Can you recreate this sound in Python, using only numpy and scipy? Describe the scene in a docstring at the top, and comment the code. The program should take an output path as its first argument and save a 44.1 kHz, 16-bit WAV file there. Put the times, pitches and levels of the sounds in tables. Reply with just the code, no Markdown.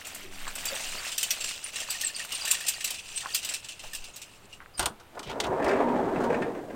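"""Stones crunch and pop under the tyres of a loaded steel-mesh wagon pulled over gravel outdoors.
Bumps set its cage clashing and jiggling, the steel squeaks and clinks, and the gravel is scuffed.
It rolls to a stop; a van's latch snaps and the side door rumbles down its rail, the rollers
shaking the hollow body. Underneath lie an open-air hush, a light breeze nudging the microphone
and, at the start, a faint low hum."""
import sys
import numpy as np
from scipy import signal
from scipy.fft import rfft, irfft, next_fast_len
from scipy.io import wavfile
from scipy.ndimage import map_coordinates

SR = 44100
rng = np.random.default_rng(int(sys.argv[2]) if len(sys.argv) > 2 else 0)


def persist_wave(psi):
    """Save psi, clipped to +-1, as 16-bit WAV."""
    counts = np.round(np.clip(psi, -1, 1) * 32767).astype(np.int16)
    wavfile.write(sys.argv[1], SR, np.atleast_2d(counts).T)


N = 297675
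TOP_HZ = 16000

# bumps that throw the wagon's panels: start_s, level_db, edge_offset_db, rebound_offset_db
BUMPS = [(.05, -42.5, -7, -4), (.067, -41, 0, -7), (0.1467, -45.5, 7, -17), (.477, -38.5, -8, -20),
         (0.5533, -38, 2.5, 1), (0.6531, -32, 0.5, -2.5), (0.7514, -34, -16, -9), (0.8036, -33, -17, -8),
         (0.887, -40.5, -13, 5.5), (1.05, -35, -10, 0), (1.072, -35, -21, -15), (1.116, -33, -21, -30),
         (1.179, -26, -3, -4.5), (1.229, -25, -4, -35), (1.3058, -22.5, -5, -35), (1.406, -32, -13, -22),
         (1.4404, -29.5, -14, -5), (1.4872, -30, -26, -17), (1.758, -30, -24, -14),
         (1.801, -31.5, -17, -10), (1.904, -31, -1.5, -11), (1.949, -38, -12, -12), (2.0105, -29, -3.5, -5),
         (2.072, -40.5, 0, -22), (2.162, -37.5, -18, 6), (2.181, -41, -16, -12), (2.247, -43, 0, -20),
         (2.32, -32.5, -6.5, -1), (2.451, -29.5, -6, -2), (2.476, -31.5, -3, -15), (2.5117, -23, 1.5, -4.5),
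         (2.6037, -35, -9, -25), (2.666, -30, -12, -16), (2.683, -24, 0.5, -35), (2.8061, -33, -15, -17),
         (2.843, -26, -3, -4), (2.904, -29, -5.5, -16), (2.942, -36.5, -21, -24), (2.984, -41.5, -24, -23),
         (3.174, -31.5, -14, -1.5), (3.3456, -22, -1.5, -33), (3.428, -33, -23, -23),
         (3.447, -32.5, -3, -19), (3.489, -29.5, -15, -6), (3.5378, -27, -15, -27),
         (3.6437, -39.5, -23, -20), (3.686, -34.5, -21, -8.5), (3.793, -39.5, -24, -12),
         (3.835, -44, -22, -1), (3.933, -38.5, -3, -22), (3.9483, -33.5, -7, -27), (4.04, -39, -27, -24),
         (4.137, -54, -20, -17), (4.1603, -42.5, -1, -33), (4.2167, -39.5, -8, -22), (4.527, -48, -19, -18)]
# tone of the clash and jiggle as heard, with a treble cut near 10 kHz: freq_hz, gain_db
CLASH_TONE = [(400, -28.5), (1500, -7.5), (2200, -3.5), (2700, 2.5), (3800, 3.5), (6000, 1.5), (8000, -1.5),
              (9400, 1), (10200, -15.5), (15800, -15.5)]
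# resonances of the cage: pitch_hz, width_hz, boost_db
CAGE_MODES = [(2700, 340, 2.5), (4720, 40, -5), (5920, 140, -2.5), (6850, 75, -21), (7370, 99, 3.5),
              (7610, 140, 1.5), (8020, 640, 0.5), (8700, 220, -6), (13867, 120, -2), (14650, 80, -10)]
# broad tone of the door panel, shaken by its rollers: freq_hz, gain_db
PANEL_TONE = [(25, -32), (50, -14), (75, -18.5), (150, -11), (260, -3.5), (420, 2), (700, 0), (930, -4.5),
              (1300, -11), (2500, -28.5), (6000, -55)]
# resonances of the hollow van: pitch_hz, width_hz, boost_db
VAN_MODES = [(240.4, 7.1, 2), (293, 20, -3), (384, 5.7, 0), (481, 10, -9.5), (597, 16, -3), (687, 14, -2),
             (910, 31, -5.5)]


def amp(db):
    """Decibels to amplitude."""
    return 10 ** (np.asarray(db) / 20)


def unit(x):
    """Scale to rms 1."""
    return x / np.sqrt(np.mean(x ** 2) + 1e-20)


def curve(points):
    """Join (time_s, value) points into one value per sample."""
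    return np.interp(np.arange(N) / SR, *np.transpose(points))


def swell(s, width):
    """A smooth rise and fall around s seconds, peak 1."""
    return np.exp(-((np.arange(N) / SR - s) / width) ** 2)


def wobble(rate):
    """A smooth random curve, rate knots a second."""
    knots = rng.standard_normal(int(N * rate / SR) + 4)
    return map_coordinates(knots, [np.arange(N) * rate / SR])


def add(track, s, sound):
    """Mix a sound into the track at s seconds."""
    part = track[max(round(s * SR), 0):][:len(sound)]
    part += sound[:len(part)]


def coloured(x, spectrum, modes=()):
    """Causal filter of unit power gain: a smooth spectrum with resonances standing on it."""
    size = 2 * next_fast_len(len(x) // 2 + 4096)
    hz = np.fft.rfftfreq(size, 1 / SR)
    knot_hz, knot_db = np.transpose(spectrum)
    tone = amp(np.interp(np.log(hz + 1), np.log(knot_hz), knot_db))
    peaks = sum(amp(db) ** 2 / (1 + (2 * (hz - pitch) / width) ** 2) for pitch, width, db in modes)
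    gain = unit(tone * np.sqrt(1 + 2 * peaks))
    cepstrum = irfft(np.log(gain))
    cepstrum[1:size // 2] *= 2  # fold to minimum phase, so the ring follows the hit
    cepstrum[size // 2 + 1:] = 0
    return irfft(rfft(x, size) * np.exp(rfft(cepstrum)))[:len(x)]


def contacts(rate, spread_db):
    """Random tiny impacts of varying size, rate a second; rms 1."""
    size = amp(spread_db * np.clip(rng.standard_normal(N), -2, 2))
    return unit((rng.random(N) < rate / SR) * size * rng.choice([-1, 1], N))


def grains(count, t60, spread_db):
    """Small stones or wires tick at random moments, each at its own pitch; rms 1."""
    when, pitch, size = rng.random((count, 3)).T[:, :, None]
    k = np.arange(SR // 110)
    strength = amp(spread_db * np.minimum(-np.log(1 - size), 4))
    ticks = strength * np.sin(2 * np.pi * TOP_HZ * pitch * k / SR) * amp(-60 * k / SR / t60)
    positions = (when * N).astype(int) + k
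    return unit(np.bincount(positions.ravel(), ticks.ravel(), N)[:N])


def ringing(x, t60):
    """The dense ring of many modes or reflections, at unit energy; it changes as the sources move."""
    t = np.arange(int(min(t60, .5) * SR)) / SR
    out, step = np.zeros(N), SR // 8
    for start in range(0, N, step):
        tail = rng.standard_normal(len(t)) * amp(-60 * t / t60)
        add(out, start / SR, signal.fftconvolve(x[start:start + step], tail / np.linalg.norm(tail)))
    return out


def chatter(t60, hold, rise):
    """Loose parts buzz against each other for a moment, then settle; times in seconds."""
    t = np.arange(SR // 6) / SR
    attack = 1 - np.exp(-t / rise)
    decay = amp(-60 * np.maximum(t - hold, 0) / t60)
    return rng.standard_normal(len(t)) * attack * decay


def rubbing(strokes, width, slips_per_s=3500):
    """Tiny catches drive a gritty band that swells and fades each stroke; width is a share of pitch."""
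    out = np.zeros(N)
    for s, hz, db, length in strokes:
        n = int(length * SR)
        band = signal.butter(2, [hz / (1 + width), hz * (1 + width)], "band", fs=SR, output="sos")
        slips = rng.standard_normal(n) * (rng.random(n) < slips_per_s / SR)
        arch = np.sin(np.pi * np.arange(n) / n)
        add(out, s, amp(db) * arch * unit(signal.sosfilt(band, slips)))
    return out


def outdoors():
    """Faint open-air hush, and slow buffets of breeze on the microphone."""
    # tone of the hush: freq_hz, gain_db
    air_tone = [(15, -29), (25, -2.5), (102, -1.5), (242, -8), (427, -7), (1290, -9.5), (1560, -13),
                (2760, -14), (5730, -24.5), (8590, -24.5), (16000, -28.5)]
    # gusts: centre_s, level_db, half_length_s
    gusts = [(0.457, -40.5, 0.17), (0.944, -47, 0.14), (1.458, -50, 0.091), (3.877, -45, 0.06),
             (4.027, -36.5, 0.049)]
    buffet_tone = [(4, -22), (11, -1.5), (15, 0), (25, -24.5), (40, -25), (60, -31), (300, -78)]
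    calm_db, hush_db = -59.5, -56
    breeze = amp(calm_db) + sum(amp(db) * swell(s, width) for s, db, width in gusts)
    buffet = coloured(rng.standard_normal(N), buffet_tone)
    hush = amp(hush_db) * coloured(rng.standard_normal(N), air_tone)
    return hush + breeze * buffet


def hum():
    """Faint low tones waver and fade out within the first second."""
    # tones of the hum: start_s, end_s, pitch_hz, level_db
    partials = [(0.034, 0.81, 92, -59.5), (0.026, 0.73, 196, -58.5), (0.0034, 0.74, 280, -58.5)]
    t, out = np.arange(N) / SR, np.zeros(N)
    for start, end, hz, db in partials:
        progress = np.clip((t - start) / (end - start), 0, 1)
        fade = np.sqrt(np.abs(np.sin(np.pi * progress)))
        phase = 2 * np.pi * np.cumsum(hz * (1 + 0.022 * wobble(21.3))) / SR
        out += amp(db) * fade * np.sin(phase)
    return out


def gravel_crunch(shake_db, loose_db):
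    """Tyres and footfalls grind the gravel, and now and then a single stone cracks."""
    # feet bearing down: centre_s, level_db
    footfalls = [(.76, -50), (1.45, -48), (1.8, -49.5), (2.3, -45.5), (2.9, -51), (3.5, -48.5), (3.86, -55)]
    # tone of the crunch as heard: freq_hz, gain_db
    crunch_tone = [(60, -18), (200, -5), (420, -7), (650, 2), (950, -3), (1350, -1), (2500, 2.5),
                   (5000, -8.5), (9200, -19.5), (10400, -13), (15500, -13.5)]
    # tone of the crack as heard, with a treble cut near 10 kHz: freq_hz, gain_db
    crack_tone = [(600, -29), (1500, 0.5), (3500, 2.5), (8500, -1), (10500, -22), (15500, -22)]
    stones = contacts(rate=3200, spread_db=4.5) + grains(count=7000, t60=.007, spread_db=2.6)
    snaps = unit(ringing(contacts(rate=55, spread_db=4.5), t60=.003))
    foot_power = sum((amp(db) * swell(s, width=0.07)) ** 2 for s, db in footfalls)
    tread = np.sqrt(amp(shake_db + loose_db) ** 2 + foot_power)
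    crunch = tread * amp(0.5 * wobble(31.2)) * coloured(stones, crunch_tone)
    cracks = amp(shake_db - 11) * coloured(snaps, crack_tone)
    return crunch + cracks


def mesh_jiggle(shake_db, loose_db):
    """The steel mesh jiggles, harder after each bump; firm ground rings its floor, gravel cushions it."""
    # tone of the floor wires: freq_hz, gain_db
    floor_tone = [(1800, -44.5), (2350, -7), (2600, 1), (2900, 2), (3300, -16), (4500, -35)]
    jiggle_offset_db, stir_offset_db, stir_t60_s = -2, -8, 0.21
    wires = grains(count=14000, t60=.012, spread_db=1.5)
    frame = ringing(contacts(rate=2000, spread_db=4), t60=.03)
    jolts_db = 1.5 * wobble(35)
    t, stir_power = np.arange(SR // 2) / SR, np.zeros(N)
    for s, db, _, _ in BUMPS:
        add(stir_power, s, amp(db + stir_offset_db - 60 * t / stir_t60_s) ** 2)
    motion = np.sqrt(amp(shake_db + jiggle_offset_db) ** 2 + stir_power)
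    jiggle = motion * amp(jolts_db) * coloured(unit(wires + frame), CLASH_TONE, CAGE_MODES)
    floor_drive = amp(-39.5 + jolts_db) * (motion / motion.max()) ** 0.75
    floor_ring = floor_drive * coloured(contacts(rate=1700, spread_db=-0.5), floor_tone)
    firmness = np.clip(-loose_db / np.ptp(loose_db), 0, 1)
    return jiggle + firmness * floor_ring


def rolling():
    """The ride drives crunch and jiggle together: both dip on smooth patches and stop with the wagon."""
    # how hard the wagon shakes: time_s, level_db
    shaking = [(0, -50), (.2, -50), (.28, -51), (.36, -49.5), (.54, -43.5), (.71, -39), (1.02, -40),
               (1.4, -40), (1.72, -42), (1.85, -39), (2.25, -40.5), (2.53, -36), (2.76, -42), (2.93, -45.5),
               (3.05, -45.5), (3.36, -39.5), (3.72, -55), (4.05, -50), (4.3, -57.5), (4.7, -58)]
    # loose gravel giving way to packed dirt: time_s, crunch_offset_db
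    ground = [(.4, -1), (1.0, -6), (1.2, -9), (2.8, -13.5)]
    # smooth patches between bumps: centre_s, dip_db, half_length_s
    lulls = [(0.034, -8, 0.0089), (.29, -7.5, 0.026), (0.544, -5, 0.028), (1.163, -4, 0.02),
             (1.612, -5.5, 0.022), (1.718, -9, 0.011), (1.865, -4.5, 0.018), (2.13, -5.5, 0.023),
             (2.272, -8.5, 0.026), (2.635, -1, 0.013), (2.8, -2, 0.0093), (3.024, -3.5, 0.015),
             (3.24, -5, 0.009), (3.41, -4.5, 0.012), (3.621, -4.5, 0.013), (4.126, -9, 0.014),
             (4.4, -8, 0.022), (4.48, -14, 0.016)]
    stop_s, stop_fade_s = 4.55, 0.053
    shake_db, loose_db = curve(shaking), curve(ground)
    moving = np.clip(1 - (np.arange(N) / SR - stop_s) / stop_fade_s, 0, 1)
    dips = amp(sum(db * swell(s, width) for s, db, width in lulls))
    return moving * dips * (gravel_crunch(shake_db, loose_db) + mesh_jiggle(shake_db, loose_db))


def stone_pops():
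    """A stone pinched under a tyre snaps free with a few dull cycles."""
    # pinched stones: start_s, peak_db, pitch_hz
    stones = [(.015, -33, 1920), (.468, -30, 1600), (.479, -25, 1280), (1.540, -28, 4200),
              (1.555, -29, 3400), (1.579, -25.5, 4500), (1.663, -24, 2330), (1.887, -29.5, 1270),
              (2.249, -32, 1400), (2.506, -28, 1900), (3.2587, -19.5, 1300), (4.604, -33, 1710),
              (4.660, -35, 1610)]
    out, t = np.zeros(N), np.arange(SR // 20) / SR
    for s, db, hz in stones:
        age = hz * t / 0.81  # the snap swells for most of a cycle, then dies
        envelope = (age * np.exp(1 - age)) ** 2
        add(out, s, amp(db) * envelope * np.sin(2 * np.pi * hz * t))
    return out + amp(-4.5) * ringing(out, t60=0.029)


def cage_clashes():
    """A bump throws a side panel against its pins with a bright edge; it falls back once, more dully."""
    # the clash's edge as heard, with a treble dip near 11 kHz: freq_hz, gain_db
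    edge_tone = [(2000, -26), (5000, 4.5), (9000, 12.5), (11000, 2), (14500, 12.5), (16000, -14)]
    rebound_s, pitch_scatter, scatter_db = 0.031, 0.018, 3
    middling_t60_s, middling_db, halving_db = 0.06, -35, 48
    steel = np.zeros(N)
    for s, db, edge_db, rebound_db in BUMPS:
        # each blow lands elsewhere and rings the cage a little differently
        modes = [(hz * (1 + rng.normal(0, pitch_scatter)), width, boost + rng.normal(0, scatter_db))
                 for hz, width, boost in CAGE_MODES]
        for at, level in [(s, db), (s + rebound_s, db + rebound_db)]:
            t60 = middling_t60_s * 2 ** ((middling_db - level) / halving_db)  # hard blows seat sooner
            blow = chatter(t60, hold=0.0018, rise=0.0013)
            add(steel, at, amp(level) * coloured(blow, CLASH_TONE, modes))
        edge = chatter(t60=0.029, hold=0.0056, rise=0.00035)
        add(steel, s, amp(db + edge_db) * coloured(edge, edge_tone, modes))
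    return steel + amp(-1) * ringing(steel, t60=0.11)


def frame_groan():
    """The wagon's frame groans faintly in one narrow, low band."""
    # the groan: start_s, pitch_hz, level_db, length_s
    strokes = [(.2, 372, -51.5, 0.13)]
    return rubbing(strokes, width=0.065)


def scuffs_and_knocks():
    """Short gritty scuffs on the gravel, then a few soft knocks and a low thud."""
    # scuffs, knocks and thud: start_s, pitch_hz, level_db, length_s
    bursts = [(.45, 1360, -40.5, 0.056), (.72, 710, -48, 0.071), (.97, 1570, -43.5, 0.15),
              (2.4, 1160, -48.5, 0.1), (2.52, 1180, -42.5, 0.036), (3.22, 1080, -42.5, 0.076),
              (3.826, 775, -49, 0.041), (4.08, 760, -52, 0.015), (4.435, 260, -54.5, 0.033),
              (4.6, 1270, -49, 0.044)]
    return rubbing(bursts, width=0.41)


def squeaks_and_clinks():
    """The dry axle stutters and the steel squeaks, clinks and pings: brief tones of unsteady pitch."""
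    # stutters of the dry axle: start_s, level_db
    stutters = [(1.755, -46), (1.82, -49), (1.945, -46), (2.032, -41.5), (2.098, -50), (2.198, -37.5),
                (2.472, -38), (2.547, -40), (2.605, -44), (2.637, -48), (2.761, -45), (2.803, -42.5),
                (2.888, -52), (3.211, -45), (3.288, -47), (3.522, -51.5), (3.929, -46.5)]
    # squeaks, clinks, pings and one low pitched bump: start_s, pitch_hz, level_db, length_s
    short_tones = [(0.667, 7560, -33.5, 0.0068), (0.678, 4680, -37, 0.01), (.719, 556, -39.5, 0.016),
                   (.747, 8420, -39, .009), (.978, 4720, -41, 0.013), (1.229, 3010, -34.5, 0.013),
                   (1.306, 5820, -24.5, 0.004), (1.403, 7720, -35, .009), (1.642, 8940, -29.5, 0.0035),
                   (1.902, 7840, -31, 0.0077), (2.16, 8500, -37.5, 0.0082), (2.346, 8840, -38, 0.0099),
                   (2.444, 4730, -36, .009), (3.494, 7650, -36.5, 0.0091), (3.943, 2760, -46, 0.018),
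                   (1.897, 4680, -34.5, 0.0079), (2.043, 8300, -30.5, 0.011), (2.061, 7730, -31, 0.016),
                   (2.145, 4710, -35, 0.011), (2.315, 2850, -33.5, 0.013), (2.407, 4780, -38, 0.022),
                   (2.505, 7360, -27, .012), (2.739, 4670, -41, 0.0075), (2.84, 2720, -35, 0.012),
                   (2.979, 2630, -46, 0.012), (3.159, 8530, -32, 0.0085), (3.165, 8320, -33, 0.015),
                   (3.336, 4760, -38, 0.011), (4.135, 6720, -46, 0.0091), (4.525, 2830, -49, 0.02),
                   (4.736, 4870, -57, 0.033), (4.77, 8660, -42.5, 0.035)]
    axle_hz, axle_slip_s = 1833, 0.012
    out = np.zeros(N)
    waver, flutter = wobble(900), wobble(500)
    axle_slips = [(s, axle_hz * (1 + rng.normal(0, 0.012)), db, axle_slip_s) for s, db in stutters]
    for s, hz, db, length in axle_slips + short_tones:
        k = np.arange(int(length * SR))
        now = int(s * SR) + k
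        phase = 2 * np.pi * np.cumsum(hz * (1 + .022 * waver[now])) / SR
        envelope = amp(1.5 * flutter[now]) * np.sin(np.pi * k / len(k))
        add(out, s, amp(db) * unit(envelope * np.sin(phase)))
    return out + ringing(out, t60=0.086)


def latch_knocks():
    """Latch and rail hardware click, and each blow thuds through the hollow door and rings its skin."""
    # hardware strikes: start_s, click_db, edge_offset_db, panel_offset_db, chatter_t60_s, part_hz
    strikes = [(4.778, -41, -5, -7, 0.14, 8700), (4.7933, -27, 2, 1, 0.12, 1380),
               (4.826, -33, -5, 1.5, 0.073, 3050), (4.8574, -24, -1, -5.5, 0.039, 3580),
               (4.998, -51.5, -14, 3.5, 0.079, 1290), (5.15, -54, -27, 8, .03, 1500),
               (5.192, -36.5, -11, -3, 0.043, 1450), (5.229, -42, -24, -9, 0.12, 3050),
               (5.272, -47, -18, 0, .04, 3600), (5.297, -41, -27, 5.5, 0.06, 2190),
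               (5.312, -44, -20, 1, .04, 3300), (5.401, -24, -17, -25, 0.046, 3380),
               (5.439, -40.5, -5.5, 9.5, 0.09, 3350), (5.465, -43, -12, 10.5, 0.057, 1400),
               (5.643, -37.5, -8, -3, 0.069, 2500), (5.68, -41, -25, 12.5, 0.13, 4800),
               (6.203, -50, -22, 17.5, 0.23, 950), (6.238, -44, -9, 11, 0.11, 1800)]
    # tone of the click as heard, with a treble cut near 10 kHz: freq_hz, gain_db
    click_tone = [(500, -4), (1500, 3), (3800, 5), (6000, 3), (8700, -1.5), (10500, -11), (15500, -19)]
    # resonances of the latch: pitch_hz, width_hz, boost_db
    latch_modes = [(980, 35, 9), (1450, 60, -5), (3020, 56, 4.5), (3580, 45, -14), (3880, 54, -8),
                   (5900, 150, -10), (8750, 70, -10)]
    # the click's edge as heard, with a treble dip near 11 kHz: freq_hz, gain_db
    edge_tone = [(2000, -3), (5000, 1), (9000, 14), (11000, -3.5), (14000, 3.5), (16000, -15)]
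    # tone of the struck door: freq_hz, gain_db
    thud_tone = [(25, -27), (60, -2), (130, -6.5), (230, -8), (340, 0.5), (550, 0), (1000, 2.5),
                 (1450, -0.5), (1900, -18.5), (5000, -37)]
    # ring of the sheet metal: pitch_hz, gain_db, t60_s
    skin_modes = [(344, -5, 0.15), (744, -4, 0.28), (976, 0, .09), (1280, -4.5, 0.23), (1420, -1.5, 0.18),
                  (1450, -3, .26), (1593, -17, 0.28)]
    part_width_hz, part_boost_db, skin_offset_db = 430, 5.5, -13.5
    steel, edges, panel, skin = np.zeros((4, N))
    t = np.arange(SR // 2) / SR
    for s, db, edge_db, panel_db, t60, part_hz in strikes:
        modes = latch_modes + [(part_hz, part_width_hz, part_boost_db)]
        add(steel, s, amp(db) * coloured(chatter(t60, hold=0.0039, rise=0.00043), click_tone, modes))
        add(edges, s, amp(db + edge_db) * chatter(t60=0.02, hold=0.0049, rise=0.00056))
        add(panel, s, amp(db + panel_db) * chatter(t60=0.1, hold=0.0081, rise=0.0039))
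        ring = sum(amp(gain_db + rng.normal(0, 2.5) - 60 * t / decay) * np.sin(2 * np.pi * hz * t)
                   for hz, gain_db, decay in skin_modes)
        add(skin, s, amp(db + panel_db + skin_offset_db) * ring)
    click = steel + coloured(edges, edge_tone)
    thud = coloured(panel, thud_tone, VAN_MODES)
    tails = amp(-11) * ringing(click, t60=0.12) + amp(-8) * ringing(thud, t60=0.29)
    return click + thud + skin + tails


def door_thumps():
    """The door pops off its seal and lurches, swaying in low, dying tones."""
    # sways of the door: start_s, pitch_hz, level_db, t60_s
    sways = [(4.791, 50.3, -34, 0.26), (4.801, 137, -41, 0.21), (4.826, 84.5, -36, 0.092),
             (4.797, 363, -27.5, 0.065), (4.905, 216, -43, 0.19), (5.276, 45, -40, 0.17),
             (5.645, 62, -36, .12)]
    out, t = np.zeros(N), np.arange(SR // 2) / SR
    for s, hz, db, t60 in sways:
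        add(out, s, amp(db - 60 * t / t60) * np.sin(2 * np.pi * hz * t))
    return out


def door_slide():
    """Rollers run over a gritty rail and shake the door; the cabin booms more as the doorway widens."""
    # rumble following the door's speed through a push, a coast and a second shove: time_s, level_db
    travel = [(5.13, -49.5), (5.26, -50), (5.35, -36.5), (5.54, -31), (5.62, -29), (5.68, -25.5),
              (5.76, -28.5), (5.95, -27), (6.12, -30), (6.17, -28.5), (6.22, -27.5), (6.47, -30.5),
              (6.66, -40.5), (6.75, -39.5)]
    # tone of the cabin: freq_hz, gain_db
    cabin_tone = [(40, -33), (90, -15), (160, -8), (260, -2.5), (470, -6.5), (700, -10), (1200, -46),
                  (3000, -59)]
    # tone of the scrape as heard: freq_hz, gain_db
    scrape_tone = [(500, -7), (1100, -3), (1700, 7.5), (2400, -7), (3500, -10), (5500, -18), (8500, -18),
                   (10500, -36), (15500, -41)]
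    hiss_tone = [(2000, -5), (8500, 5), (10500, -14), (15500, -4)]
    t = np.arange(N) / SR
    rumble_db = curve(travel)
    scrape_db = -44.5 + rumble_db - rumble_db.max()
    moving = np.interp(t, [5.1, 5.16], [0, 1])
    doorway = amp(np.interp(t, [5.3, 6.0, 6.7], [-16, -5, 5]))
    judder_db = 0.9 * wobble(50)
    panel = unit(coloured(contacts(rate=1400, spread_db=2.2), PANEL_TONE, VAN_MODES))
    # reflections blur the bumps into a roar
    cabin = unit(coloured(rng.standard_normal(N), cabin_tone, VAN_MODES))
    rumble = (panel + doorway * cabin) / np.sqrt(1 + doorway ** 2)
    grit = unit(coloured(contacts(rate=1200, spread_db=2.5), scrape_tone))
    hiss = amp(-66.5) * coloured(rng.standard_normal(N), hiss_tone)
    return moving * (amp(rumble_db + judder_db) * rumble + amp(scrape_db + judder_db) * grit + hiss)


def roller_rasps():
    """The rollers rasp on dry stretches of rail."""
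    # dry stretches: start_s, pitch_hz, level_db, length_s
    strokes = [(5.168, 788.4, -33.5, 0.023), (5.25, 2700, -43.5, 0.1), (5.42, 2700, -40, 0.055),
               (5.25, 167, -43, 0.067), (5.45, 149, -40, .13), (5.61, 1390, -40, 0.27)]
    return rubbing(strokes, width=0.42)


def body_booms():
    """As the rollers travel, one resonance of door and body after another swells."""
    # swelling resonances: start_s, pitch_hz, level_db, length_s
    booms = [(5.44, 964, -36, 0.2), (5.46, 386, -33.5, 0.19), (5.63, 397, -30.5, 0.21),
             (5.62, 664, -35.5, 0.2), (5.56, 1750, -42.5, 0.17), (5.70, 248, -35, 0.435),
             (5.77, 930, -32, 0.21), (5.92, 845, -36.5, 0.24), (6.14, 481, -33.5, .25),
             (6.22, 925, -36, 0.14), (6.40, 457, -37, .13)]
    return rubbing(booms, width=0.042)


def roller_judders():
    """A roller jumps and lands: its carriage rattles and the door panel answers."""
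    # landings on the rail: start_s, rattle_db, panel_offset_db
    landings = [(5.523, -53, 24), (5.596, -46.5, 14), (5.622, -34, -13), (5.66, -32, 6), (5.689, -31, -3),
                (5.709, -29.5, -3), (5.729, -35, 3), (5.76, -38.5, 6), (5.80, -38, 15.5), (5.819, -44, 5),
                (5.881, -41, 4), (5.96, -45, 12), (6.157, -39, 10), (6.299, -36, 4), (6.325, -38, 8),
                (6.342, -34, -5), (6.418, -33, -1), (6.44, -45, 1), (6.547, -45, -1), (6.587, -53, 6),
                (6.70, -48.5, 6.5)]
    # tone of the rattle as heard: freq_hz, gain_db
    rattle_tone = [(600, -19), (1300, -4), (1800, -1), (2500, 0), (3200, -15), (5500, -21.5), (9000, -22.5),
                   (11000, -51)]
    # resonances of the carriage: pitch_hz, width_hz, boost_db
    carriage_modes = [(1620, 90, 8), (1800, 55, 1), (2060, 70, 1), (2350, 50, 2), (2600, 70, -6)]
    carriage, panel = np.zeros((2, N))
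    for s, db, panel_db in landings:
        add(carriage, s, amp(db) * chatter(t60=0.053, hold=0.0065, rise=0.002))
        add(panel, s, amp(db + panel_db) * chatter(t60=0.077, hold=0.0076, rise=0.0018))
    rattle = coloured(carriage, rattle_tone, carriage_modes)
    return rattle + amp(-4) * ringing(rattle, t60=0.21) + coloured(panel, PANEL_TONE, VAN_MODES)


def scene():
    """The wagon, then the van door, over the outdoor bed; mono."""
    wagon = rolling() + cage_clashes() + squeaks_and_clinks() + stone_pops()
    wagon += scuffs_and_knocks() + frame_groan()
    door = latch_knocks() + door_thumps() + door_slide()
    door += roller_judders() + roller_rasps() + body_booms()
    return (wagon + door + outdoors() + hum())[None]


def record(dry):
    """A brick-wall low-pass keeps nothing above TOP_HZ."""
    size = next_fast_len(N + SR // 2)
    passband = np.fft.rfftfreq(size, 1 / SR) < TOP_HZ
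    return irfft(rfft(dry, size) * passband, size)[..., :N]


dry = scene()
out = record(dry)
persist_wave(out)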